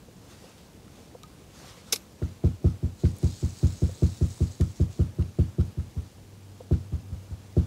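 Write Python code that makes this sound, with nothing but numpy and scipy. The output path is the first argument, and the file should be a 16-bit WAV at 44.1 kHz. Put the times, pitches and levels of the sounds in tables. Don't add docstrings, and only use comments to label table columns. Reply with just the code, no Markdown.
import sys
import numpy as np
from scipy import signal
from scipy.fft import rfft, irfft, next_fast_len
from scipy.io import wavfile
from scipy.ndimage import uniform_filter1d, map_coordinates

SR = 44100
rng = np.random.default_rng(int(sys.argv[2]) if len(sys.argv) > 2 else 0)


def magnitude_from_level(level_db):
    exponent = np.asarray(level_db, float) / 20
    return 10 ** exponent


def output_pcm(signal):
    pcm = np.clip(np.atleast_2d(signal).T, -1, 1) * 32767
    wavfile.write(sys.argv[1], SR, np.round(pcm).astype(np.int16))


N = 337806
T = np.arange(N) / SR


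def unit(x):
    return x / np.sqrt(np.mean(x ** 2) + 1e-20)


def curves(rows):
    s, *cols = np.transpose(rows)
    return [np.interp(T, s, c) for c in cols]


def wobble(rate):
    return map_coordinates(rng.standard_normal(int(N * rate / SR) + 4), [T * rate])


def filtered(x, response):
    m = next_fast_len(len(x) + SR // 2)
    return irfft(rfft(x, m) * response(np.fft.rfftfreq(m, 1 / SR)), m)[:len(x)]


def colour(points):
    f, db = np.transpose(points)
    return lambda hz: magnitude_from_level(np.interp(np.log(hz + 1), np.log(f + 1), db))


def resonance(f, hz, width):
    return 1j * f * width / (hz * hz - f * f + 1j * f * width)


def alternating_modes(f, modes):
    return sum((-1) ** k * magnitude_from_level(db) * resonance(f, hz, w) for k, (hz, w, db) in enumerate(modes))


def rush(response, patchy_db, grain_db):
    z = signal.stft(rng.standard_normal(N), nperseg=512)[2]
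    field = uniform_filter1d(rng.standard_normal(z.shape), size=6, axis=0)
    field = uniform_filter1d(field, size=10, axis=1)
    noise = signal.istft(z * magnitude_from_level(patchy_db * unit(field)), nperseg=512)[1][:N]
    return unit(filtered(noise * magnitude_from_level(grain_db * wobble(500)), response))


def stroke(s, hold, db, rise, fall, sag=0):
    rising = rise * np.clip(s - T, 0, 1)
    sagging = sag * np.clip(T - s, 0, hold)
    falling = fall * np.clip(T - s - hold, 0, 3)
    return magnitude_from_level(db - rising - sagging - falling)


# frequency in Hz, level in dB per Hz.
SWELL_COLOUR = [(20, -23), (38, -8.5), (60, -5.5), (120, -10), (200, -14.5), (400, -54)]
# frequency in Hz, level in dB per Hz.
LAPPING_COLOUR = [(76, -45), (130, -6.5), (194, 1), (269, -0.5), (492, -5.5), (591, -8.5), (1220, -21),
                  (1500, -37), (1950, -29), (3300, -120)]
# frequency in Hz, level in dB per Hz.
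AIR_COLOUR = [(410, -45), (700, -8), (757, -4.5), (1080, -7.5), (1210, -8.5), (1330, -9.5), (1680, -8.5),
              (1820, -10.5), (2400, -9.5), (7200, -12), (16000, -22)]


def lake():
    swell_gain = magnitude_from_level(-50.5 + 0.43 * wobble(4.06))
    swell = swell_gain * rush(colour(SWELL_COLOUR), patchy_db=1.0, grain_db=0.5)
    lapping_gain = magnitude_from_level(-55.5 + 0.97 * wobble(6.4))
    lapping = lapping_gain * rush(colour(LAPPING_COLOUR), patchy_db=1.0, grain_db=0.0)
    air = magnitude_from_level(-60.5) * rush(colour(AIR_COLOUR), patchy_db=0.66, grain_db=1.0)
    return swell + lapping + air


# time in seconds, pitch in Hz, level in dB.
MOTOR_COURSE = [(6.12, 90.5, -71), (6.2, 95.8, -55), (6.4, 99.1, -51), (6.7, 96.2, -53), (7.1, 98.4, -46),
                (7.45, 95.5, -55), (7.66, 99.4, -45)]


def motor():
    hz, db = curves([(0, 92.5, -120), (6.0, 91.64, -120), *MOTOR_COURSE])
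    phase = 2 * np.pi * np.cumsum(hz + 1.2 * wobble(15)) / SR
    unsteady_db = 1.8 * wobble(12)
    return magnitude_from_level(db + 8.5 + unsteady_db) * np.sin(phase)


# time of firmest contact in seconds, level in dB, hold in seconds.
SLEEVE_STROKES = [(0.303, -59, 0.19), (0.586, -61, 0.022), (0.973, -61, 0.015), (1.33, -67, .1),
                  (1.638, -52, 0.052), (1.74, -56.5, .03), (2.244, -60, 0.046), (1.9, -57.5, 0.064),
                  (5.9, -66, 0.19), (6.603, -67, .01), (7.2, -68, 0.36)]
# frequency in Hz, level in dB per Hz.
CLOTH_COLOUR = [(290, -21), (500, -2.5), (773, -8.5), (988, -8), (1210, -6), (1820, -10.5), (6230, -11),
                (16000, -30)]


def jacket():
    delay_s, jolt_db, follows = 0.037, -62, 0.62
    brushes = [stroke(s, hold, db, rise=100, fall=77) for s, db, hold in SLEEVE_STROKES]
    jolts = [stroke(s + delay_s, 0, jolt_db + follows * (db + 12.5), rise=500, fall=65)
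             for s, db, *_ in HULL_BLOWS]
    flutter = magnitude_from_level(2.5 + 1.1 * wobble(25))
    return np.max(brushes + jolts, axis=0) * flutter * rush(colour(CLOTH_COLOUR), patchy_db=2.0, grain_db=0.5)


# start in seconds, length in seconds, effort in dB.
HANDLE_TURNS = [
    (3.001, 0.027, -52),
    (3.053, 0.052, -50.5),
    (3.157, 0.036, -53.5),
    (3.225, 1.26, -47),
    (4.492, .23, -52.5),
    (4.755, 0.07, -52.5),
    (4.917, 0.096, -55),
]
# frequency in Hz, width in Hz, level in dB.
REEL_BODY = [(4100, 1200, -6), (5200, 1000, -4.5), (6680, 850, 1), (8080, 350, -0.5)]
# frequency in Hz, level in dB per Hz.
WHIRR_COLOUR = [(880, -6), (1500, -5.5), (3220, -4.5), (3960, 1.5), (5770, 0.5), (6760, -7), (8160, -2.5),
                (11700, -13), (15100, -18), (16000, -5)]


def gears():
    turns = [stroke(s, hold, db, rise=350, fall=450, sag=1.7) for s, hold, db in HANDLE_TURNS]
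    effort = np.max(turns, axis=0)
    body = lambda f: alternating_modes(f, REEL_BODY)
    teeth = magnitude_from_level(2.2 * wobble(60)) * rush(body, patchy_db=1.3, grain_db=3.5)
    wash = magnitude_from_level(2.5) * rush(colour(WHIRR_COLOUR), patchy_db=2.0, grain_db=2.5)
    return effort * magnitude_from_level(-7.5 + 0.49 * wobble(33)) * (teeth + wash)


# time in seconds, peak in dB.
DECK_TAPS = [
    (.083, -53),
    (.44, -49.5),
    (1.148, -42.5),
    (1.77, -52),
    (3.89, -42.5),
    (6.604, -41),
]
# frequency in Hz, level in dB, time to peak in seconds.
DECK_MODES = [(500, 5.5, 0.0037), (690, -2.5, 0.0032), (905, -6.5, 0.002)]


def taps():
    out, t = np.zeros(N + SR), np.arange(SR // 8) / SR
    for s, db in DECK_TAPS:
        chance = rng.standard_normal(len(DECK_MODES))
        ring = np.zeros(len(t))
        for (hz, level, rise), c in zip(DECK_MODES, chance):
            swelling = t / rise * np.exp(1 - t / rise)
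            ring += magnitude_from_level(level + 0.68 * c) * swelling * np.sin(2 * np.pi * hz * t)
        out[round(s * SR):][:len(t)] += magnitude_from_level(db) * ring
    return out[:N]


# time in seconds, peak in dB, ring in Hz,
# t60 in seconds, click in dB relative to the ring.
TACKLE_TICKS = [(0.879, -51, 1320, .03, 5), (1.2362, -41, 1245, 0.064, -4), (1.645, -44.5, 746, .04, -6),
                (1.932, -25.5, 443, 0.045, -17), (1.932, -33, 1133, 0.039, -6),
                (2.2252, -43, 1400, 0.028, 4.5), (2.652, -49, 1310, .03, 10), (3.053, -45.5, 1520, .04, 11),
                (3.185, -47, 9200, .025, 3), (3.362, -75, 10000, .012, 16), (4.6114, -47, 4940, 0.019, 11),
                (5.204, -54, 1400, .02, 10), (6.737, -41.5, 1470, 0.02, 3),
                (.581, -50, 3800, .008, 6), (1.2333, -42, 3900, .012, 7), (3.1655, -49, 10000, .005, 8),
              (4.378, -46, 900, .012, 6), (4.6088, -42, 1800, .045, 0), (4.6085, -43, 2950, .03, 8),
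              (4.611, -45, 2400, .03, 0), (1.003, -57, 6500, .006, 8), (5.16, -60, 12000, .004, 8),
              (5.224, -44, 2700, .012, 6), (5.4012, -57, 7500, .006, 6)]


def ticks():
    out, t = np.zeros(N + SR), np.arange(SR // 8) / SR
    for s, db, hz, t60, click_db in TACKLE_TICKS:
        onset = 1 - np.exp(-t / 0.00017)
        ring = magnitude_from_level(-60 * t / t60) * onset * np.sin(2 * np.pi * hz * t)
        noise = magnitude_from_level(click_db - 60 * t / (.4 * t60 + .004)) * rng.standard_normal(len(t))
        click = filtered(noise, lambda f: 1.2 * resonance(f, 1.2 * hz, 1.6 * hz) ** 2)
        out[round(s * SR):][:len(t)] += magnitude_from_level(db) * (ring + click)
    return out[:N]


# time in seconds, peak in dB, scrape length in seconds.
BAIL_CONTACTS = [
    (1.922, -28, 0.0025),
    (1.9248, -13, 0.012),
    (1.933, -47, 0.0058),
    (1.956, -25, 0.0012),
    (1.9597, -23, 0.0021),
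    (1.9628, -27, .002),
]
# frequency in Hz, level in dB per Hz.
SNAP_COLOUR = [(410, -30), (700, -17.5), (1640, -14), (2160, -4), (3240, -6.5), (3690, -2), (6070, -1),
               (11800, -13), (16000, -22)]
# frequency in Hz, width in Hz, level in dB.
WIRE_MODES = [(2165, 89, -5.5), (4630, 240, -28), (5360, 350, -12), (6450, 250, -21)]
# frequency in Hz, level in dB per Hz.
COCKPIT_COLOUR = [(300, -25), (480, 10), (1500, -15), (4600, -10), (8500, -15), (12000, 1), (16000, -26)]
# start in seconds, level in dB, frequency in Hz, t60 in seconds.
SPRING_RING = (1.93, -49, 11915, .3)


def bail():
    spikes = rng.standard_normal(N) * magnitude_from_level(2.6 * wobble(2500))
    contact = np.zeros(N)
    for s, db, length in BAIL_CONTACTS:
        contact += magnitude_from_level(db) * (T > s) * np.exp(-np.clip((T - s) / length, 0, 9) ** 3)
    scrape = contact * unit(filtered(spikes, colour(SNAP_COLOUR)))
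    late = lambda f: np.exp(-2j * np.pi * .16 * np.sqrt(f))
    ring = lambda f: late(f) / late(16040) * (1 + magnitude_from_level(3) * alternating_modes(f, WIRE_MODES))
    direct = np.roll(filtered(scrape, ring), -32)
    t = T[:SR // 8]
    tail = magnitude_from_level(-60 * t / 0.057) * filtered(rng.standard_normal(len(t)), colour(COCKPIT_COLOUR))
    smear = signal.fftconvolve(scrape, tail / np.linalg.norm(tail))[:N]
    s, db, hz, t60 = SPRING_RING
    spring = (T > s) * magnitude_from_level(db - 60 * np.abs(T - s) / t60) * np.sin(2 * np.pi * hz * T)
    return magnitude_from_level(-7) * (direct + magnitude_from_level(-1.0) * smear) + spring


# frequency in Hz, level in dB per Hz.
PANEL_COLOUR = [(90, -30), (160, 12.5), (280, 2.5), (500, -5.5), (800, -14), (1100, -18), (1600, -50)]
# frequency in Hz, level in dB per Hz.
TACKLE_COLOUR = [(600, -7), (950, -5), (1270, 7), (1700, -5), (4500, -5.5), (8000, -11), (15000, -22)]


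def rattle(shake):
    motion = np.sqrt(np.abs(uniform_filter1d(shake ** 2, size=900)))
    panels = magnitude_from_level(-30.0) * motion ** 0.64 * rush(colour(PANEL_COLOUR), patchy_db=1.5, grain_db=1.0)
    tackle = magnitude_from_level(-42.0) * motion ** 0.81 * rush(colour(TACKLE_COLOUR), patchy_db=1.3, grain_db=3.0)
    return panels + tackle


# time in seconds, force in dB, contact corner in Hz (high is hard),
# high-mode level in dB (set by where it lands).
HULL_BLOWS = [(2.2182, -19, 700, 4.5), (2.439, -11, 1000, 0), (2.6426, -10, 690, -1),
              (2.8277, -16, 338, -2), (3.0357, -10.5, 700, -0.5), (3.231, -12, 670, -6.5),
              (3.427, -15.5, 500, -1.5), (3.6291, -9.5, 360, -2), (3.8198, -12.5, 696, -2.5),
              (4.0219, -10, 690, -1.5), (4.2111, -12, 500, -2), (4.4052, -12.5, 500, -1.5),
              (4.601, -11.5, 362, 1.5), (4.7991, -11.5, 360, 4), (4.9916, -11.5, 357, 3.5),
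              (5.1857, -13.5, 258, 5.5), (5.3867, -11, 690, 0.5), (5.5834, -12, 355, 3.5),
              (5.772, -18.5, 247, -6), (5.9619, -17.5, 128, -11), (6.7109, -11.5, 980, -0.5),
              (6.9214, -16.5, 176.5, -4), (7.112, -22, 130, -14), (7.3047, -22, 89.7, 9),
              (7.5668, -10.5, 710, 4)]
# frequency in Hz, width in Hz, level in dB,
# direction of motion +1 or -1.
HULL_MODES = [(55.4, 12.0, 33.6, 1), (77.9, 26.8, 38.4, -1), (87.2, 10.1, 39.0, 1), (97.2, 9.5, 35.6, 1),
              (111.0, 7.0, 27.7, -1), (115.4, 12.3, 30.6, 1), (131.6, 7.9, 28.3, -1),
              (146.5, 17.9, 26.7, -1), (170.4, 18.5, 37.8, -1), (173.2, 28.5, 36.9, 1),
              (196.7, 18.0, 19.2, -1), (212.2, 4.4, 8.9, -1), (233.0, 12.6, 23.8, 1),
              (245.7, 36.3, 32.1, -1), (247.0, 23.9, 32.9, 1), (296.4, 4.4, 5.3, -1),
              (309.1, 11.8, 12.0, 1), (315.9, 12.0, 14.6, -1), (345.4, 31.8, 27.1, -1),
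              (347.9, 20.7, 24.4, 1), (361.4, 46.6, 21.7, 1), (403.7, 4.0, -1.8, 1), (432.3, 22.1, 4.8, 1),
              (457.0, 21.9, 10.4, 1), (487.2, 12.0, 6.4, -1), (567.0, 112.7, 10.2, -1),
              (586.5, 95.4, 12.8, 1), (663.1, 33.7, -0.9, 1), (756.8, 14.9, -15.4, -1)]
# frequency in Hz, width in Hz, level in dB.
ROCKING_MODE = (50, 9.7, 15.4)


def hull():
    mid_db = 0.4
    force, kick = np.zeros(N + SR), np.arange(SR // 10) == 0
    for s, db, corner_hz, high_db in HULL_BLOWS:
        middle = lambda f: (magnitude_from_level(mid_db) - 1) * resonance(f, 230, 90)
        high = lambda f: (magnitude_from_level(high_db) - 1) * resonance(f, 543, 370)
        blow = lambda f: (1 + middle(f) + high(f)) / (1 + 1j * f / corner_hz) ** 2
        pulse = filtered(kick * magnitude_from_level(db + 20.0), blow)
        force[round(s * SR):][:len(pulse)] += pulse
    modes = [*HULL_MODES, (*ROCKING_MODE, 1)]
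    return filtered(force[:N], lambda f: sum(way * magnitude_from_level(db) * resonance(f, hz, w) for hz, w, db, way in modes))


def scene():
    knocks = hull()
    background = lake() + motor() + jacket()
    handling = gears() + taps() + ticks() + bail()
    return (background + handling + rattle(knocks) + knocks)[None]


def band_limit(x):
    return signal.sosfilt(signal.butter(12, 16480, fs=SR, output="sos"), x)


def record(dry):
    band = lambda f: (1j * f / (45 + 1j * f)) ** 3 * (f < 15720)
    x = filtered(dry[0], band)
    squeezed = x / (1 + np.abs(x / .5) ** 1.96) ** (1 / 3.9)
    return band_limit(squeezed[None])


dry = scene()
out = record(dry)
output_pcm(out)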